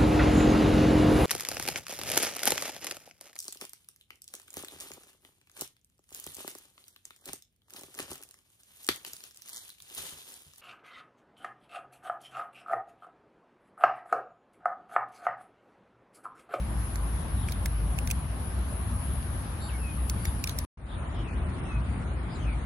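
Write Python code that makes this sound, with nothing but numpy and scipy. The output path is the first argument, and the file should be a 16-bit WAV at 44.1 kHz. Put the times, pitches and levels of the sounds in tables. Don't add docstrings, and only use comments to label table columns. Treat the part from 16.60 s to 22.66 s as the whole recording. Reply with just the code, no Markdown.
import sys
import numpy as np
from scipy import signal
from scipy.fft import rfft, irfft, next_fast_len
from scipy.io import wavfile
from scipy.ndimage import uniform_filter1d, map_coordinates

SR = 44100
rng = np.random.default_rng(int(sys.argv[2]) if len(sys.argv) > 2 else 0)


def ratio_of_db(decibels):
    return 10 ** (np.asarray(decibels, float) / 20)


def file_out(sig):
    cols = np.atleast_2d(sig).T
    lim = np.clip(cols, -1, 1)
    pcm = np.round(lim * 32767).astype(np.int16)
    wavfile.write(sys.argv[1], SR, pcm)


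N = 267157
TIME = np.arange(N) / SR
CUT, RESUME = 4.0505, 4.172
IN_FIRST = TIME < RESUME - .05


def unit(x):
    return x / np.sqrt(np.mean(x ** 2) + 1e-20)


def along(points, hz):
    f, v = np.transpose(points)
    return np.interp(np.log(hz + 1), np.log(f + 1), v)


def wobble(rate):
    knots = rng.standard_normal(int(N * rate / SR) + 4)
    return map_coordinates(knots, [TIME * rate])


def filtered(x, response):
    m = next_fast_len(N + 8192)
    gain = response(np.fft.rfftfreq(m, 1 / SR))
    return irfft(rfft(x, m) * gain, m)[..., :N]


def ring(modes, t, spread_db, damping):
    hz, db, t60 = np.transpose(modes)[:, :, None, None]
    shape = (len(modes), 2, 1)
    hz = hz * (1 + 0.017 * rng.standard_normal((len(modes), 1, 1)))
    decay_db = 60 * damping * t / t60
    level = ratio_of_db(db + spread_db * rng.standard_normal(shape) - decay_db)
    out = (level * np.sin(2 * np.pi * (hz * t + rng.random(shape)))).sum(axis=0)
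    return out * (1 - np.exp(-t / 0.00031))


# pitch as a ratio to the knock, level in dB, t60 in seconds.
HANDLE_MODES = [(.86, -5, .012), (1, 0, .018), (1.15, -4, .012)]
# pitch in Hz, level in dB, t60 in seconds.
STEEL_MODES = [(5210, -3, 0.014), (5640, -2.5, 0.023), (6020, -4, 0.01), (6390, -4.5, 0.025),
               (7000, -5, 0.014), (7560, -4.5, 0.013), (8120, -3.5, 0.014), (8570, -2.5, 0.014),
               (8860, 2.5, 0.011), (9670, 1.5, 0.0091), (10400, -3, 0.0067), (10730, 0, 0.0092),
               (11100, -3.5, 0.018)]
BLADE_MODES = [(12630, -2.5, 0.015), (13600, -12, .011), (13200, 4.5, 0.0084), (14900, -15, 0.0069),
               (15300, -11, .01)]
PIN_MODES = [(3450, -2, 0.02), (3780, -4, 0.027), (4300, 1, 0.012), (4470, 2, 0.012)]
# start in seconds, peak in dB, handle knock in dB, knock pitch in Hz,
# pitch favoured by the spot struck in Hz.
HANDLE_CLACKS = [(0.3562, -33.5, -2.5, 1970, 7000), (0.606, -47.5, -6, 1950, 7000),
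                 (0.8849, -38.5, 4, 2150, 7500), (0.9207, -31, -13, 2460, 5100),
                 (1.0578, -26.5, -3, 2000, 9010), (1.381, -42, -17, 2200, 8400),
                 (1.3866, -31.5, 4, 2310, 8500), (1.4728, -31.5, -4.5, 2447, 6500),
                 (1.5015, -32.5, -1, 2560, 7000), (1.5105, -24.5, -6.5, 2500, 7500),
                 (1.514, -28, -11, 2570, 10500), (2.626, -50, 2, 2800, 5020), (3.496, -27, -10, 2090, 5200),
                 (3.652, -31, 2, 1956, 4970), (3.8396, -25, -8, 2450, 6100),
                 (3.8726, -28.5, -1.5, 2250, 4620), (3.8931, -30, -6.5, 2233, 4020),
                 (3.9863, -24.5, -11.5, 2230, 7200)]


def clacks():
    pin_db, off_spot_db_per_octave, blade_db, hand_pan_db = -1.5, 8.5, -13.5, -3
    out = np.zeros((2, N + SR))
    t = np.arange(SR // 20) / SR
    ms = np.arange(SR // 50) / SR * 1000
    shape = np.minimum(ms / 2.7, 1) ** 0.74 * ratio_of_db(-4.4 * np.maximum(ms - 2.4, 0))
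    pan = ratio_of_db(np.array([[.5], [-.5]]) * hand_pan_db)
    struck = STEEL_MODES + [(hz, d + pin_db, t60) for hz, d, t60 in PIN_MODES]
    for start, db, knock_db, knock_hz, spot_hz in HANDLE_CLACKS:
        blows = shape * (rng.random(len(ms)) < .07) * rng.standard_normal(len(ms))
        blows += 2.23 * np.sinc((ms - 2.4) * SR / 1000)
        metal = [(hz, d - off_spot_db_per_octave * abs(np.log2(hz / spot_hz)), t60) for hz, d, t60 in struck]
        handle = np.multiply(HANDLE_MODES, [knock_hz, 1, 1])
        clack = 0
        for modes, part_db in [(metal, 0), (handle, knock_db), (BLADE_MODES, blade_db)]:
            struck_once = ring(modes, t, spread_db=1.5, damping=1.8)
            rung = signal.fftconvolve(struck_once, blows[None], axes=1)
            clack = clack + ratio_of_db(part_db) * rung / abs(rung).max()
        crack = np.diff(rng.standard_normal((2, len(ms) + 1)))
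        clack[:, :len(ms)] += ratio_of_db(-9.5) * shape * crack
        k = round((start - .001) * SR)
        out[:, k:][:, :clack.shape[1]] += ratio_of_db(db + 5.5) * pan * clack
    return out[:, :N]


# start in seconds, length in seconds, level in dB, contacts per second.
PIN_JINGLES = [
    (0.857, 0.085, -54.5, 1200),
    (1.45, 0.12, -62, 1400),
    (3.629, 0.073, -53, 1400),
    (3.864, 0.077, -49, 1800),
    (3.97, 0.045, -53.5, 1440),
]


def jingles():
    out = np.zeros((2, N + SR))
    t = np.arange(SR // 20) / SR
    for start, length, db, rate in PIN_JINGLES:
        n = int(length * SR)
        ticks = (rng.random(n) < rate / SR) * rng.standard_normal(n) * np.hanning(n)
        struck_once = ring(PIN_MODES + STEEL_MODES + BLADE_MODES, t, spread_db=3.5, damping=2.1)
        pins = signal.fftconvolve(struck_once, ticks[None], axes=1)
        k = round(start * SR)
        out[:, k:][:, :pins.shape[1]] += ratio_of_db(db) * pins / np.std(pins[:, :n])
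    return out[:, :N]


# start in seconds, length in seconds, first pitch in Hz, last pitch in Hz, level in dB.
CLEAR_NOTES = [
    (3.087, .02, 3450, 2514, -52),
    (3.106, 0.0752, 2450, 2140, -60),
    (3.187, 0.16, 2744, 2466, -57),
    (3.288, .03, 4300, 3060, -65),
    (3.599, 0.088, 4500, 4770, -65),
    (3.668, .025, 7200, 7090, -64.5),
    (5.044, .135, 2790, 2493, -58),
    (5.752, .025, 7700, 7000, -66),
]
HUSKY_NOTES = [
    (2.995, 0.13, 3710, 3730, -62.5),
    (3.001, 0.096, 7440, 7550, -64),
    (3.383, 0.071, 1930, 1830, -60.5),
    (3.66, .035, 3730, 3450, -62),
    (4.641, .09, 2860, 2350, -58),
    (5.688, .075, 4790, 4930, -67.5),
    (5.776, .085, 6900, 6200, -71.5),
    (5.847, .1, 2789, 2250, -57),
    (5.747, .025, 4444, 3840, -61.5),
]
BUZZY_NOTES = [
    (0.752, 0.2, 3780, 3380, -63.5),
    (2.993, 0.1, 4200, 4500, -59.5),
    (4.284, .08, 3826, 3399, -59.5),
    (4.529, .11, 3450, 2950, -62.5),
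    (5.792, .065, 3400, 3070, -61.5),
]


def bird():
    husk_hz, buzz_hz, sweeps_per_s = 120, 282, 75
    glide_share, loudest_share = .7, 0.58
    swell_db = 9
    voice = np.zeros(N)
    waver = wobble(150)
    drift = wobble(40)
    notes = [(*row, 0) for row in CLEAR_NOTES]
    notes += [(*row, husk_hz) for row in HUSKY_NOTES]
    notes += [(*row, buzz_hz) for row in BUZZY_NOTES]
    for start, length, first_hz, last_hz, db, depth_hz in notes:
        k = round(start * SR)
        t = np.arange(k, k + round(length * SR)) / SR
        u = (t - start) / length
        glide = np.expm1(-u / glide_share) / np.expm1(-1 / glide_share)
        hz = first_hz + (last_hz - first_hz) * glide
        buzz_phase = -2 * np.pi * sweeps_per_s * t + 1.5 * drift[k:][:len(t)]
        hz += depth_hz * signal.sawtooth(buzz_phase, .85)
        hz += (25 + .3 * depth_hz) * waver[k:][:len(t)]
        phase = 2 * np.pi * np.cumsum(hz) / SR
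        edge = np.clip(np.minimum(t - start, start + length - t) / 0.0029, 0, 1)
        level = ratio_of_db(db + 7.5 - swell_db * (u / loudest_share - 1) ** 2)
        voice[k:][:len(t)] += level * edge * (np.sin(phase) + ratio_of_db(-24) * np.sin(2 * phase))
    voice *= ratio_of_db(2.5 * wobble(45))
    trees = rng.standard_normal((2, SR // 4)) * ratio_of_db(-60 * TIME[:SR // 4] / 0.17)
    trees /= np.linalg.norm(trees[0])
    echo = signal.fftconvolve(voice[None], trees, axes=1)[:, :N]
    return voice * ratio_of_db([[1.5], [-1.5]]) + ratio_of_db(-2) * echo


# frequency in Hz, left-right likeness.
EAR_LIKENESS = [(60, 0.97), (150, 1), (380, 0.62), (950, 0.27), (2380, -0.058), (5980, 0.0098),
                (15000, 0.026)]


def rush(spectrum, patchy_db):
    z = signal.stft(rng.standard_normal((2, N)), nperseg=512)[2]
    patches = uniform_filter1d(rng.standard_normal(z.shape[1:]), size=6, axis=0)
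    patches = uniform_filter1d(patches, size=12, axis=1)
    pair = signal.istft(z * ratio_of_db(patchy_db * unit(patches)), nperseg=512)[1][:, :N]

    def mid_side_gain(hz):
        turn = np.arccos(np.clip(along(EAR_LIKENESS, hz), -1, 1)) / 2
        return ratio_of_db(along(spectrum, hz)) * [np.cos(turn), np.sin(turn)]

    mid, side = filtered(pair, mid_side_gain)
    return np.array([mid + side, mid - side]) / np.std(mid)


def rush_by_view(spectra, patchy_db):
    return np.where(IN_FIRST, rush(spectra[0], patchy_db), rush(spectra[1], patchy_db))


# frequency in Hz, level in dB per Hz.
INSECT_COLOURS = [
    [(4820, -57), (8200, -35.5), (9190, -15.5), (9930, -3.5), (10300, 0.5), (11000, -4.5), (11900, -20.0), (15500, -48), (22000, -120)][:-2] + [(12400, -22.5), (14000, -23.0), (16000, -27)],
    [(4820, -24), (8200, -19), (8700, -19.5), (9260, 1), (9700, -4), (12600, -37.5), (21300, -120)],
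]


def insects():
    level_db = np.where(IN_FIRST, -50, -62.5) - 0.1
    swell_db = 1.6 * wobble(7.5) + 0.22 * wobble(120)
    return ratio_of_db(level_db + swell_db) * rush_by_view(INSECT_COLOURS, patchy_db=1.0)


# time in seconds, pitch in Hz, level in dB.
ENGINE_PATHS = [
    [(0.0, 57.3, -27.5), (.33, 54.75, -28), (.8, 55.06, -32), (1.17, 54.5, -21.5), (1.42, 54, -32.5),
     (1.6, 58.1, -43), (1.95, 63.1, -29.5), (2.2, 56.27, -34), (2.33, 62.1, -25.5), (2.6, 60.06, -38.5),
     (2.9, 55, -31), (3.45, 65.96, -31), (3.65, 61, -36.5)],
    [(4.35, 58.96, -34), (4.85, 54, -38), (5.15, 53.4, -28.5), (5.45, 61, -33), (6.0, 53, -31)],
]


def engines():
    first, second = [np.transpose(path) for path in ENGINE_PATHS]
    hz, db = [np.where(IN_FIRST, np.interp(TIME, first[0], a), np.interp(TIME, second[0], b))
              for a, b in zip(first[1:], second[1:])]
    beat = unit(ratio_of_db(2.5 * wobble(12)))
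    phase = 2 * np.pi * np.cumsum(hz + 2.47 * wobble(18)) / SR
    return np.sqrt(2) * ratio_of_db(db - 3.5) * beat * np.sin(phase)


# frequency in Hz, level in dB per Hz.
RUMBLE_COLOUR = [(15, -50), (25, -26), (30, -27.5), (39, -10), (63, -2.5), (150, -14.5), (188, -16.5),
                 (243, -20), (295, -24.5), (450, -42.5), (580, -58.5), (990, -120)]
# frequency in Hz, level in dB per Hz.
TYRE_COLOURS = [
    [(210, -9.5), (350, 1), (435, -5), (498, -2.5), (1160, -2), (1440, -6), (1560, -5.5), (1990, -10.5),
     (8180, -25.5), (9000, -21), (11700, -47), (19800, -120)],
    [(210, -13.5), (350, -6), (459, -12.5), (663, -10.5), (1380, -12.5), (1580, -16), (2100, -19),
     (5830, -33.5), (7140, -31.5), (9000, -34), (11700, -60), (19800, -120)],
]


def road():
    rumble = ratio_of_db(-37.5 + 5 + 1.02 * wobble(4.11)) * rush(RUMBLE_COLOUR, patchy_db=-0.34)
    tyre_db = np.where(IN_FIRST, -47.5, -46.5) + 1.5 + wobble(5) / 2
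    return rumble + ratio_of_db(tyre_db) * rush_by_view(TYRE_COLOURS, patchy_db=1.41)


# frequency in Hz, left minus right in dB.
BED_LEAN = [(60, 1), (110, 3), (200, 0), (380, -1.5), (700, 4.5), (1290, -0.5), (2380, 3.5), (4400, -1),
            (8120, 3), (15000, 10.5)]


def scene():
    sides = np.array([[.5], [-.5]])
    bed = filtered(engines() + road() + insects(), lambda hz: ratio_of_db(along(BED_LEAN, hz) * sides))
    return clacks() + jingles() + bird() + bed


def thinned(x, need, span, moody_db):
    _, t, z = signal.stft(x, SR, "cosine", nperseg=2048)
    hz = np.arange(1025) * SR / 2048
    bands = z[:, :1024].reshape(2, 64, 16, len(t))
    level = 10 * np.log10((abs(bands) ** 2).mean(axis=(0, 2)) + 1e-20)
    usual = np.median(level[:, (t > span[0]) & (t < span[1])], axis=1, keepdims=True)
    mood = uniform_filter1d(rng.standard_normal(level.shape), size=2, axis=1)
    mood = moody_db * unit(mood + .6 * np.roll(mood, 1, axis=0))
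    need_db = along(need, hz[8:1024:16])[:, None]
    faintest = ratio_of_db(usual + np.minimum(need_db, -1) + 4.5)[:, None]
    kept = (level - usual + mood > need_db)[:, None] & (abs(bands) > faintest)
    z[:, :1024] = (bands * kept).reshape(2, 1024, len(t))
    return signal.istft(z, SR, "cosine", nperseg=2048)[1][:, :N]


# frequency in Hz, gain in dB.
MICROPHONE_BASS = [(18, -22), (27, -12.5), (36, -11), (44, -1), (52, 0)]
# frequency in Hz, level over the usual one in dB.
NEEDED_LEVELS = [
    [(1500, -30), (3500, -13), (5000, -8), (6500, -6), (7800, -3), (8800, -3.5), (9600, -16), (11600, -14),
     (12000, 3), (12600, 10), (16000, 10)],
    [(1200, -30), (2500, -8), (4000, -4.5), (5000, -.5), (5600, 1.5), (6500, 0), (7500, 2), (8600, -2),
     (9100, -9)],
]
# time in seconds, level in dB.
FADE_IN = [
    (4.172, -13),
    (4.26, -5.5),
    (4.31, -2.5),
    (4.38, 0.5),
]


def two_views(dry):
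    heard = filtered(dry, lambda hz: ratio_of_db(along(MICROPHONE_BASS, hz)) * (hz < 15850))
    first = thinned(heard, NEEDED_LEVELS[0], (0, CUT), moody_db=2.6)
    remnant = (TIME >= CUT) & (TIME < CUT + .0105)
    first = first * ((TIME < CUT) + ratio_of_db(-33.5) * remnant)
    dull = filtered(heard, lambda hz: hz < 9750)
    second = thinned(dull, NEEDED_LEVELS[1], (RESUME, N / SR), moody_db=3.4)
    fade_s, fade_db = np.transpose(FADE_IN)
    onset = np.clip((TIME - RESUME) / 0.0027, 0, 1)
    return first + second * ratio_of_db(np.interp(TIME, fade_s, fade_db)) * onset


def top_cut(x):
    return signal.sosfilt(signal.butter(12, 16640, fs=SR, output="sos"), x)


def record(dry):
    return top_cut(two_views(dry))


dry = scene()
out = record(dry)
file_out(out)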